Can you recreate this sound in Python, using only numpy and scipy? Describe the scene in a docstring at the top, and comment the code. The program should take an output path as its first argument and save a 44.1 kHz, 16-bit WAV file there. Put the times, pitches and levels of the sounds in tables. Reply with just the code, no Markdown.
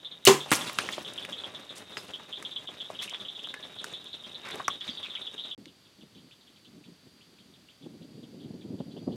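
"""Bow shot and bolting pigs in a stony clearing.

A trigger click, a bow (decaying modes, noise slaps) and an arrow strike; wild pigs bolt: grain noise for gravel
and leaves, resonant bursts for hooves, stones and twigs. Near frogs call in pulse runs over a noise-band chorus.
After a gap of 30 ms the place is quieter: distant frogs, two faint insect trills (gliding tones) and gusts
of low noise buffeting the microphone.
"""
import sys
import numpy as np
from scipy import signal
from scipy.fft import rfft, irfft, next_fast_len
from scipy.io import wavfile

SR = 44100
rng = np.random.default_rng(int(sys.argv[2]) if len(sys.argv) > 2 else 0)


def waveform_to_disk(signal):
    """Save audio, clipped to [-1, 1], as 16-bit WAV at the path in sys.argv[1]."""
    frames = np.transpose(np.atleast_2d(signal))
    scaled = np.clip(frames, -1, 1) * 32767
    samples = np.round(scaled).astype(np.int16)
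    wavfile.write(sys.argv[1], SR, samples)


N = 403938
TIME = np.arange(N) / SR

RELEASE_S = 0.2522
GAP_START_S, GAP_END_S = 5.548, 5.578

# arrow punches through and meets the ground: (time [s], onset rms level [dB])
ARROW_BLOWS = [(.5164, -12), (.521, -15.5), (.527, -13.5), (.5335, -16)]


def amp(db):
    """Decibels to gain."""
    return 10 ** (np.asarray(db) / 20)


def unit(x):
    """Scale to rms 1."""
    return x / np.sqrt(np.mean(x ** 2) + 1e-20)


def in_time(rows):
    """Each column of a curve at every sample."""
    s, *columns = np.transpose(rows)
    return [np.interp(TIME, s, c) for c in columns]


def add(out, s, sound):
    """Mix a sound in at a time."""
    i = int(s * SR)
    out[i:i + len(sound)] += sound[:N - i]


def span(length_s):
    """Time axis of a short sound."""
    return np.arange(int(length_s * SR)) / SR


def fade(t, t60):
    """Silent before zero, then falling 60 dB in t60 seconds."""
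    return (t >= 0) * amp(-60 * np.clip(t / t60, 0, 4))


def swell(s, rise_s, hold_s, fall_db_per_s):
    """Gain that rises from s, holds, then dies away."""
    t = TIME - s
    return np.clip(t / rise_s, 0, 1) * amp(-fall_db_per_s * np.clip(t - rise_s - hold_s, 0, 10))


def summed_db(gains):
    """Level of unrelated sounds heard together."""
    return 10 * np.log10(sum(g ** 2 for g in gains))


def band(x, low_hz, high_hz, order=2):
    """Causal band-pass."""
    edges_hz = [low_hz, min(high_hz, SR / 2 - 2000)]
    return signal.sosfilt(signal.butter(order, edges_hz, "band", fs=SR, output="sos"), x)


def coloured(x, spectrum):
    """Weight a signal by a (frequency [Hz], level [dB]) curve; rms 1."""
    hz, db = np.transpose(spectrum)
    size = next_fast_len(len(x))
    f = np.maximum(np.arange(size // 2 + 1) * SR / size, 1)
    gain = amp(np.interp(np.log(f), np.log(hz), db, left=-90, right=-90))
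    return unit(irfft(rfft(x, size) * gain, size)[:len(x)])


def hiss(spectrum, size=N):
    """Smooth noise with a spectrum."""
    return coloured(rng.standard_normal(size), spectrum)


def drift(rate):
    """Slow chance: random knots of spread 1, rate per second, joined by lines."""
    knots = rng.standard_normal(4000)
    return np.interp(TIME * rate, np.arange(len(knots)), knots)


def grains(per_s, spread_db, size=N):
    """Random tiny clicks of uneven size; rms 1."""
    sizes = amp(spread_db * np.minimum(rng.exponential(1, size), 4))
    hits = rng.random(size) < per_s / SR
    return unit(rng.standard_normal(size) * sizes * hits)


def crackle(per_s, spread_db, size=N, count=16):
    """Tiny fractures, each ringing briefly in one of several bands."""
    edges_hz = np.geomspace(400, 16000, count + 1)
    bands = zip(edges_hz, edges_hz[1:])
    return unit(sum(band(grains(per_s / count, spread_db, size), low, high) for low, high in bands))


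def snap(hz, t60, width, click=1.0):
    """A hard contact: a click and a dying burst in one broad resonance; peak 1."""
    t = span(.08)
    edge = 1 + abs(width)
    force = rng.standard_normal(len(t)) * fade(t, t60)
    force[0] = click * np.sqrt(np.sum(force ** 2))
    burst = band(force, hz / edge, hz * edge)
    return burst / np.abs(burst).max()


def blows(rows, colour, t60):
    """A quick series of cracks on one body."""
    power = sum((amp(db) * fade(TIME - s, t60)) ** 2 for s, db in rows)
    return hiss(colour) * np.sqrt(power)


def placed(x, pan_db):
    """Lean a sound to the left by pan_db."""
    return x * amp(np.array([[pan_db], [-pan_db]]) / 2)


def release():
    """The trigger clicks just left of the microphone: one very short snap."""
    out = np.zeros(N)
    add(out, RELEASE_S, amp(-0.5) * snap(hz=7500, t60=0.0017, width=0.66))
    return placed(out, pan_db=5.5)


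def bow():
    """The arrow hisses and rasps over its rest ever faster, the string slams home and buzzes."""
    # limbs and string: (frequency [Hz], level [dB], t60 [s])
    modes = [(145, -30, .46), (236, -22, .24), (292, -24, .16), (387, -8.5, .5), (415, -15, .22),
             (470, -24, .14), (778, -20, .15), (1048, -21, .4), (1104, -26, .2)]
    # string slaps and fittings rattle: (time [s], onset rms level [dB])
    slaps = [(.2738, -4.5), (.2802, -15), (.2853, -11.5), (.2888, -20), (.319, -25)]
    # rattle spectrum: (frequency [Hz], level [dB])
    rattle_colour = [(100, -26.5), (200, -3), (400, 4), (600, -9.5), (1050, 1), (1400, -8.5), (3000, -9),
                     (5000, -14), (7000, -11), (16000, -30.5)]
    rasp_s, slam_s, string_stop_s = 0.2672, 0.2735, 0.321

    out, t = np.zeros(N), TIME - slam_s
    out += amp(-22.5) * unit(band(rng.standard_normal(N), 1900, 11000)) * fade(TIME - RELEASE_S, t60=0.2)

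    u = span(0.0071)
    slide = np.sin(2 * np.pi * np.cumsum(np.geomspace(3000, 6800, len(u))) / SR)
    shaft = np.sin(2 * np.pi * 2900 * u)
    rasp = amp(-15.5) * slide + amp(-3) * shaft * fade(u, t60=0.028)
    add(out, rasp_s, rasp * signal.windows.tukey(len(u), .4))

    # the string comes to rest against its damper; the heavy limbs (below 330 Hz) ring on
    damper_db = np.interp(TIME, [string_stop_s, string_stop_s + .01, string_stop_s + .12], [0, -15, -30])
    attack = np.clip(t / 0.0016, 0, 1)
    for hz, db, t60 in modes:
        out += amp(db + damper_db * (hz > 330)) * fade(t, t60) * attack * np.sin(2 * np.pi * hz * t)
    rattle = amp(-12.0) * hiss(rattle_colour) * fade(t, t60=0.26)
    slap_colour = [(50, -16.0), (200, 2.5), (900, -3.5), (3000, 6.0), (8000, -1.5), (16000, -22.5)]
    return out + rattle + blows(slaps, slap_colour, t60=0.015)


def arrow():
    """A tick as the point arrives, a run of hollow whacks, then grit flying."""
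    # whack spectrum: (frequency [Hz], level [dB])
    whack_colour = [(41, -21), (70, -11), (307, -4.5), (620, -17), (1120, -3), (1600, -16), (2000, -7.5),
                    (5620, -22.5), (8280, -16), (16000, -33)]
    tick_s, grit_s = 0.5075, 0.533
    out = blows(ARROW_BLOWS, whack_colour, t60=0.027)
    add(out, tick_s, amp(-20.5) * snap(hz=8750, t60=0.025, width=0.06))
    add(out, tick_s, amp(-24.5) * snap(hz=2980, t60=0.008, width=0.49))
    chips = crackle(per_s=6000, spread_db=3.5)
    grit = coloured(chips, [(500, 2.0), (2000, -9), (4000, -2), (10000, -1.0), (16000, -18)])
    return out + amp(-25.5) * grit * fade(TIME - grit_s, t60=0.21)


def bustle(fall_db_per_s, axis):
    """Level [dB] of hooves on stones (axis 0) or leaves (1): grazing, stampede, stragglers, single dashes."""
    # single pigs dash across: (time [s], trampling level [dB], dry leaves level [dB])
    dash_rows = [(1.96, -51.5, -52), (2.42, -57, -56), (3.02, -64, -58.5), (3.83, -59.5, -58),
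                 (4.44, -49, -54.5), (4.83, -64, -71)]
    # (trampling, dry leaves)
    stampede_db, stragglers_db, grazing_db = (-47, -45.5), (-58, -61.5), (-60, -73)
    bolt_s = 0.3
    flat_out = swell(bolt_s, rise_s=0.2, hold_s=0.32, fall_db_per_s=fall_db_per_s)
    stampede = amp(stampede_db[axis]) * flat_out
    stragglers = amp(stragglers_db[axis]) * (TIME > bolt_s)
    dashes = [amp(db[axis]) * swell(s, rise_s=0.011, hold_s=0.056, fall_db_per_s=56) for s, *db in dash_rows]
    return summed_db([amp(grazing_db[axis]), stampede, stragglers, *dashes])


def pebbles(ground_db, above_db=-3.0, count=90):
    """Small stones and twigs tick at random, louder while the herd is busy."""
    out = np.zeros(N)
    start_s = ARROW_BLOWS[0][0]
    for when, pitch, size in rng.random((count, 3)):
        s = start_s + when * (GAP_START_S - start_s)
        hz = 400 * 16 ** pitch
        level_db = ground_db[int(s * SR)] + above_db + 9 * size ** 2
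        add(out, s, amp(level_db) * snap(hz, t60=.018, width=.7))
    return out


def herd():
    """Gravel and leaf litter crackle under the hooves in clumps; branches swish past."""
    # gravel and leaf spectra: (frequency [Hz], level [dB])
    gravel_colour = [(40, -33.5), (90, -3), (280, 1.5), (570, -0.5), (750, -4), (1250, -5.5), (2600, -8.5),
                     (3500, -22)]
    leaf_colour = [(1800, -22.5), (2700, 9.5), (4800, 1), (7000, -2.5), (10500, -8.5), (16000, -24)]
    # bodies brush twigs and leaves: (time [s], level [dB], length [s], centre [Hz])
    swishes = [(0.782, -32, 0.008, 3440), (0.913, -40.5, 0.025, 5500), (1.753, -46, 0.026, 7200),
               (1.891, -58, .15, 9000), (3.012, -39, 0.019, 3000), (3.019, -39, 0.012, 7300),
               (3.111, -50, 0.05, 2600), (4.433, -44, 0.055, 1900), (4.802, -45, 0.09, 3300),
               (5.021, -45.5, 0.036, 2650), (5.132, -49, 0.027, 2570)]

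    ground_db = bustle(fall_db_per_s=9.5, axis=0)
    litter_db = bustle(fall_db_per_s=22, axis=1)
    steps_db = 3.7 * drift(rate=55)
    out = amp(ground_db + steps_db) * coloured(grains(per_s=2000, spread_db=-2.0), gravel_colour)
    out += amp(litter_db + steps_db) * coloured(crackle(per_s=12000, spread_db=2.5), leaf_colour)
    for s, db, length_s, hz in swishes:
        t = span(.4)
        sprays = unit(band(crackle(per_s=7000, spread_db=2.5, size=len(t)), hz / 2.9, hz * 1.3))
        bend = np.interp(t, [0, abs(length_s)], [.3, 1])   # the branch loads up, then lets go
        add(out, s, amp(db) * sprays * bend * fade(np.maximum(t - length_s, 0), t60=0.12))
    return out + pebbles(ground_db)


def hoofbeats():
    """A hoof on gravel gives a short dull scuff: a resonant burst with a soft click."""
    # (time [s], peak level [dB], centre [Hz])
    landings = [(0.461, -33, 750), (0.836, -31.5, 626), (1.439, -34, 580), (1.547, -45, 810),
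                (2.198, -38, 1030), (2.689, -38.5, 585), (3.127, -35.5, 930), (4.454, -31, 1860),
                (4.479, -33, 1500), (4.503, -28, 1700), (4.558, -32.5, 700), (4.598, -28.5, 1090)]
    out = np.zeros(N)
    for s, db, hz in landings:
        add(out, s, amp(db) * snap(hz, t60=0.1, width=0.63, click=0.65))
    return out


def knocks(ring_db=7.5, crack_db=0.0, thud_db=-10.0):
    """Each stone gives a sharp crack, a short clack and a thud of the ground; a few things ring on roughly."""
    # hooves knock stones: (time [s], level ahead of ring_db or thud_db [dB], ring [Hz], treble level [dB])
    stones = [(0.697, -30, 1640, -29), (0.787, -16.5, 2120, -17.5), (0.889, -25.5, 1550, -39),
              (0.981, -31, 533, -44), (1.25, -31, 2080, -30), (1.97, -28, 1840, -47),
              (2.4258, -37.5, 1230, -29), (2.902, -33.5, 710, -42), (3.146, -34.5, 1870, -58),
              (3.473, -41.5, 885, -39), (3.541, -33, 1800, -31.5), (3.843, -31.5, 1030, -22),
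              (4.488, -39, 1670, -33), (4.681, -21, 1400, -22)]
    # struck things that ring on: (time [s], peak level [dB], frequency [Hz], t60 [s])
    pings = [(.527, -14, 1020, 0.025), (.805, -37, 8950, 0.11), (1.972, -35, 4970, 0.13),
             (3.539, -40.5, 1687, 0.37), (4.602, -24, 1090, 0.027), (4.6822, -15, 1110, 0.023),
             (4.681, -20, 5700, 0.014), (4.891, -33, 243, 0.06), (4.903, -42, 4530, 0.36)]
    out = np.zeros(N)
    for s, db, hz, treble_db in stones:
        add(out, s, amp(db + ring_db) * snap(hz, t60=.018, width=.55))
        add(out, s, amp(treble_db + crack_db) * snap(hz=5660, t60=0.038, width=0.72))
        add(out, s, amp(db + thud_db) * snap(hz=365, t60=0.021, width=1.0))
    for s, db, hz, t60 in pings:
        t = span(.3)
        pair = np.zeros(len(t))
        for partial_hz in (hz, hz * 1.025):
            rough_hz = partial_hz * (1 + .035 * drift(rate=900)[:len(t)])
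            pair += np.sin(2 * np.pi * np.cumsum(rough_hz) / SR)
        add(out, s, amp(db) * fade(t, t60) * pair / 2)
    return out


def twigs(wander=0.5):
    """Each dry twig snaps at a random pitch of its own."""
    # (time [s], peak level [dB])
    snaps = [(.648, -30), (.731, -28), (1.027, -37), (1.136, -30), (3.015, -33), (3.096, -27), (3.436, -37),
             (4.043, -39), (4.5096, -31), (4.557, -31), (5.657, -33)]
    out = np.zeros(N)
    for s, db in snaps:
        hz = 7200 * np.exp(wander * rng.uniform(-2, 2))
        add(out, s, amp(db) * snap(hz, t60=.024, width=.6))
    return out


def frog_call(hz, pulses, scatter=.025):
    """A run of pulses, each rising quickly and sliding down in pitch as it dies; the run weakens and sags."""
    pulse_s, rise_s, decay_s = 0.0041, 0.0009, 0.0012
    fall_db, sag = 13.0, 0.016   # over the run; sag as a share of pitch
    bend_per_s = 50.0            # in the phase: pitch falls at twice this share per second

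    out, t = np.zeros(int(.1 * SR)), span(.008) - .003
    count = int(np.clip(np.round(pulses + rng.uniform(-1, 1)), 3, 14))
    shape = np.exp(-(t / np.where(t < 0, rise_s, decay_s)) ** 2)
    bent_t = t - bend_per_s * np.maximum(t, 0) ** 2
    for k, (late, loud, sharp) in enumerate(rng.standard_normal((14, 3))[:count]):
        pitch_hz = hz * (1 + scatter * sharp - sag * (k / count - .5))
        pulse = shape * np.sin(2 * np.pi * pitch_hz * bent_t)
        start_s = pulse_s * abs(k + .17 * late * min(k, 1))
        add(out, start_s, amp(1.5 * loud - fall_db * (k / count) ** 2) * pulse)
    return out[int(.0018 * SR):]


def frogs(neighbours_db=-43.0, count=55):
    """A few frogs stand out; weaker neighbours call at random until the gap."""
    # frog: (pitch [Hz], typical level [dB], pulses per call, pitch scatter between pulses [share])
    voices = {"near": (3411, -28.5, 5, 0), "high": (3620, -34, 7, 0.01), "curt": (3260, -31.5, 2.5, .03),
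              "low": (2850, -32.5, 4, -0.07), "rival": (3700, -30.5, 6, 0), "far": (3304, -50.5, 7.3, 0.12),
              "faint": (3499, -52, 7, 0.1)}
    # frog: call times [s]
    calls = { "near": [.404, .61, .925, 1.048, 1.178, 1.324, 1.437, 2.136, 2.327, 2.45, 2.561, 2.674, 2.802,
             2.99, 3.136, 3.284, 3.441, 4.703, 4.809, 4.888, 5.03, 5.152, 5.268, 5.38, 5.513], "high":
             [.048, .114, .43, .671, 1.079, 1.22, 1.381, 1.547, 1.693, 2.358, 2.512, 2.845, 3.2, 3.35,
             3.487, 3.627, 4.058, 4.238, 4.645, 4.72, 5.101, 5.395], "curt": [2.949, 3.105, 3.25, 3.392],
             "low": [3.078, 5.055, 5.163], "rival": [3.018, 3.787, 3.936, 4.131, 4.346, 4.515, 4.878, 4.973,
             5.215, 5.438], "far": [5.675, 5.853, 6.01, 6.15, 6.311, 6.472, 6.647, 6.84, 7.209, 7.385,
             7.538, 7.686, 7.823, 8.02, 8.23, 8.43, 8.61, 8.79, 8.965, 9.12], "faint": [6.18, 6.41, 6.56,
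             8.4, 8.91]}
    out = np.zeros(N)
    for frog, times in calls.items():
        hz, db, pulses, scatter = voices[frog]
        for s in times:
            loud, sharp = rng.standard_normal(2)
            add(out, s, amp(db + loud) * frog_call(hz * (1 + .016 * sharp), pulses, scatter))
    for when, loud, sharp in rng.random((count, 3)):
        s = np.sqrt(when) * (GAP_START_S - .1)   # denser toward the gap
        add(out, s, amp(neighbours_db - 7 * loud) * frog_call(3500 + 350 * sharp, pulses=7))
    return out


def chorus():
    """Countless far frogs merge into a throbbing band of grain noise."""
    # (time [s], level [dB])
    level_rows = [(0, -55.5), (2.5, -55.5), (4, -53), (5.5, -48)]
    # (frequency [Hz], level [dB])
    colour = [(2400, -28), (3000, -4), (3400, -2), (3800, 9), (4050, -22), (4400, -28)]
    chorus_db, = in_time(level_rows)
    throb_db = 2.2 * drift(rate=70)
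    pulses = grains(per_s=900, spread_db=1)
    return amp(chorus_db + throb_db) * coloured(pulses, colour)


def trill(stroke_hz, start_hz, end_hz):
    """Every wing stroke is a note that holds, then falls; the loudness wavers."""
    stroke = np.cumsum(stroke_hz * (1 + 0.025 * drift(rate=5))) / SR % 1
    pitch_hz = start_hz + (end_hz - start_hz) * stroke ** 1.5 + 45 * drift(rate=390)
    tone = np.sin(2 * np.pi * np.cumsum(pitch_hz) / SR)
    return amp(1.5 * drift(rate=8)) * unit(np.sqrt(np.sin(np.pi * stroke)) * tone)


def insects():
    """Two distant insects, one with a deep fall and one nearly level, blurred by the trees; they swell slowly."""
    # (time [s], level [dB])
    swell_rows = [(5.7, -71), (6.85, -73), (7.15, -68), (7.55, -72.5), (9.0, -67.5)]
    notes = trill(stroke_hz=60.7, start_hz=4860.0, end_hz=4130.0)
    notes += amp(-7) * trill(stroke_hz=58.0, start_hz=4850.0, end_hz=4520.0)
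    swell_db, = in_time(swell_rows)
    return amp(swell_db) * clearing(notes, wet_db=-10, t60=0.24)


def wind():
    """Lumpy low turbulence: lone gusts, then a freshening breeze; hard buffets reach higher in pitch."""
    # gusts on the microphone: (time [s], length [s], level [dB])
    gust_rows = [(5.56, 0.089, -55.5), (5.979, 0.048, -55), (6.114, 0.097, -57), (6.468, .02, -65.5),
                 (6.662, 0.13, -57.5), (6.842, 0.039, -53), (7.02, 0.046, -58), (7.239, 0.39, -63.5),
                 (8.329, 0.21, -46.5), (8.692, 0.042, -41.5), (9.053, .15, -35.5)]
    # single buffets: (time [s], level [dB], half length [s])
    buffets = [(7.86, -39.5, 0.014), (8.801, -31, 0.011), (8.963, -37, 0.0149), (9.074, -28.5, 0.017)]
    # (frequency [Hz], level [dB])
    colour = [(35, -41), (95, -6.5), (170, 3.5), (290, 2), (430, -7), (850, -25.5), (1100, -32),
              (2000, -73)]
    rise_s, fall_db_per_s, lull_db = 0.017, 190, -71.5
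    breeze_s, breeze_db, freshen_db_per_s = 7.8, -51.5, 5.5

    gusts = [amp(db) * swell(s, rise_s, length_s, fall_db_per_s) for s, length_s, db in gust_rows]
    t = TIME - breeze_s
    breeze = amp(breeze_db + freshen_db_per_s * t) * np.clip(t / rise_s, 0, 1)
    lumps_db = 6 * np.tanh(drift(rate=55))
    level_db = summed_db([amp(lull_db), breeze, *gusts]) + lumps_db
    out = (TIME > GAP_END_S) * amp(level_db) * hiss(colour)
    puff_colour = [(60, -65), (150, -5), (300, 2.0), (600, -12.0), (1200, -31.5), (2200, -60)]
    for s, db, half_s in buffets:
        size = len(span(2 * half_s))
        add(out, s - half_s / 2, amp(db) * hiss(puff_colour, size) * np.hanning(size))
    return out


def clearing(x, wet_db, t60):
    """Trunks and rocks scatter a thin tail: convolution with fading grains."""
    t = span(.6)
    scatter = band(grains(per_s=4400, spread_db=0.0, size=len(t)), 110, 11000, order=1)
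    tail = unit(scatter * fade(t - .004, t60))
    return x + amp(wet_db) * signal.fftconvolve(x, tail / np.sqrt(len(t)))[:N]


def widened(x, treble_db, bass_db, corner_hz=4300.0):
    """Foliage scatters sound differently to each ear, treble and bass each by their own amount."""
    scattered = x * unit(drift(rate=400))
    side = amp(treble_db) * band(scattered, corner_hz, 18000)
    side += amp(bass_db) * band(scattered, 40, corner_hz)
    return x + side * np.array([[1], [-1]])


def scene():
    """The shot and the stampede, a brief gap, then the quiet clearing."""
    # steady air noise: (frequency [Hz], level [dB])
    air_colour = [(30, -22.5), (50, -9.5), (167, -7), (770, -18), (2500, -19), (3470, -14.5), (5200, -21),
                  (13100, -31.5), (16000, -41.5)]
    frog_return_s = 5.67
    before, after = TIME < GAP_START_S, TIME > GAP_END_S

    shot = widened(clearing(bow(), wet_db=-25.0, t60=0.33), treble_db=-14.0, bass_db=-36)
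    strike = widened(clearing(arrow(), wet_db=-12.5, t60=0.75), treble_db=-43, bass_db=-40.0)
    contacts = knocks() + hoofbeats() + twigs()
    hits = widened(clearing(contacts, wet_db=-19, t60=0.079), treble_db=-24.5, bass_db=-25)
    pigs = widened(clearing(herd(), wet_db=-12.0, t60=0.19), treble_db=-22, bass_db=-13.5)
    pond = clearing(frogs(), wet_db=-7.0, t60=0.12)
    wildlife = before * chorus() + after * insects() + (before | (TIME > frog_return_s)) * pond
    far = widened(wildlife, treble_db=-7.5, bass_db=-19.5)
    air = (before | after) * widened(amp(-62.0) * hiss(air_colour), treble_db=-18.5, bass_db=-26)
    return release() + before * (shot + strike + pigs) + hits + far + air + wind()


def record(dry, low_cut_hz=69.0, cutoff_hz=15900):
    """The small microphone loses the deep bass, peaks clip, the top is cut."""
    thin = signal.sosfilt(signal.butter(3, low_cut_hz, "high", fs=SR, output="sos"), dry)
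    clipped = np.clip(thin, -.9, .9)
    return signal.sosfilt(signal.ellip(10, .1, 80, cutoff_hz, fs=SR, output="sos"), clipped)


dry = scene()
out = record(dry)
waveform_to_disk(out)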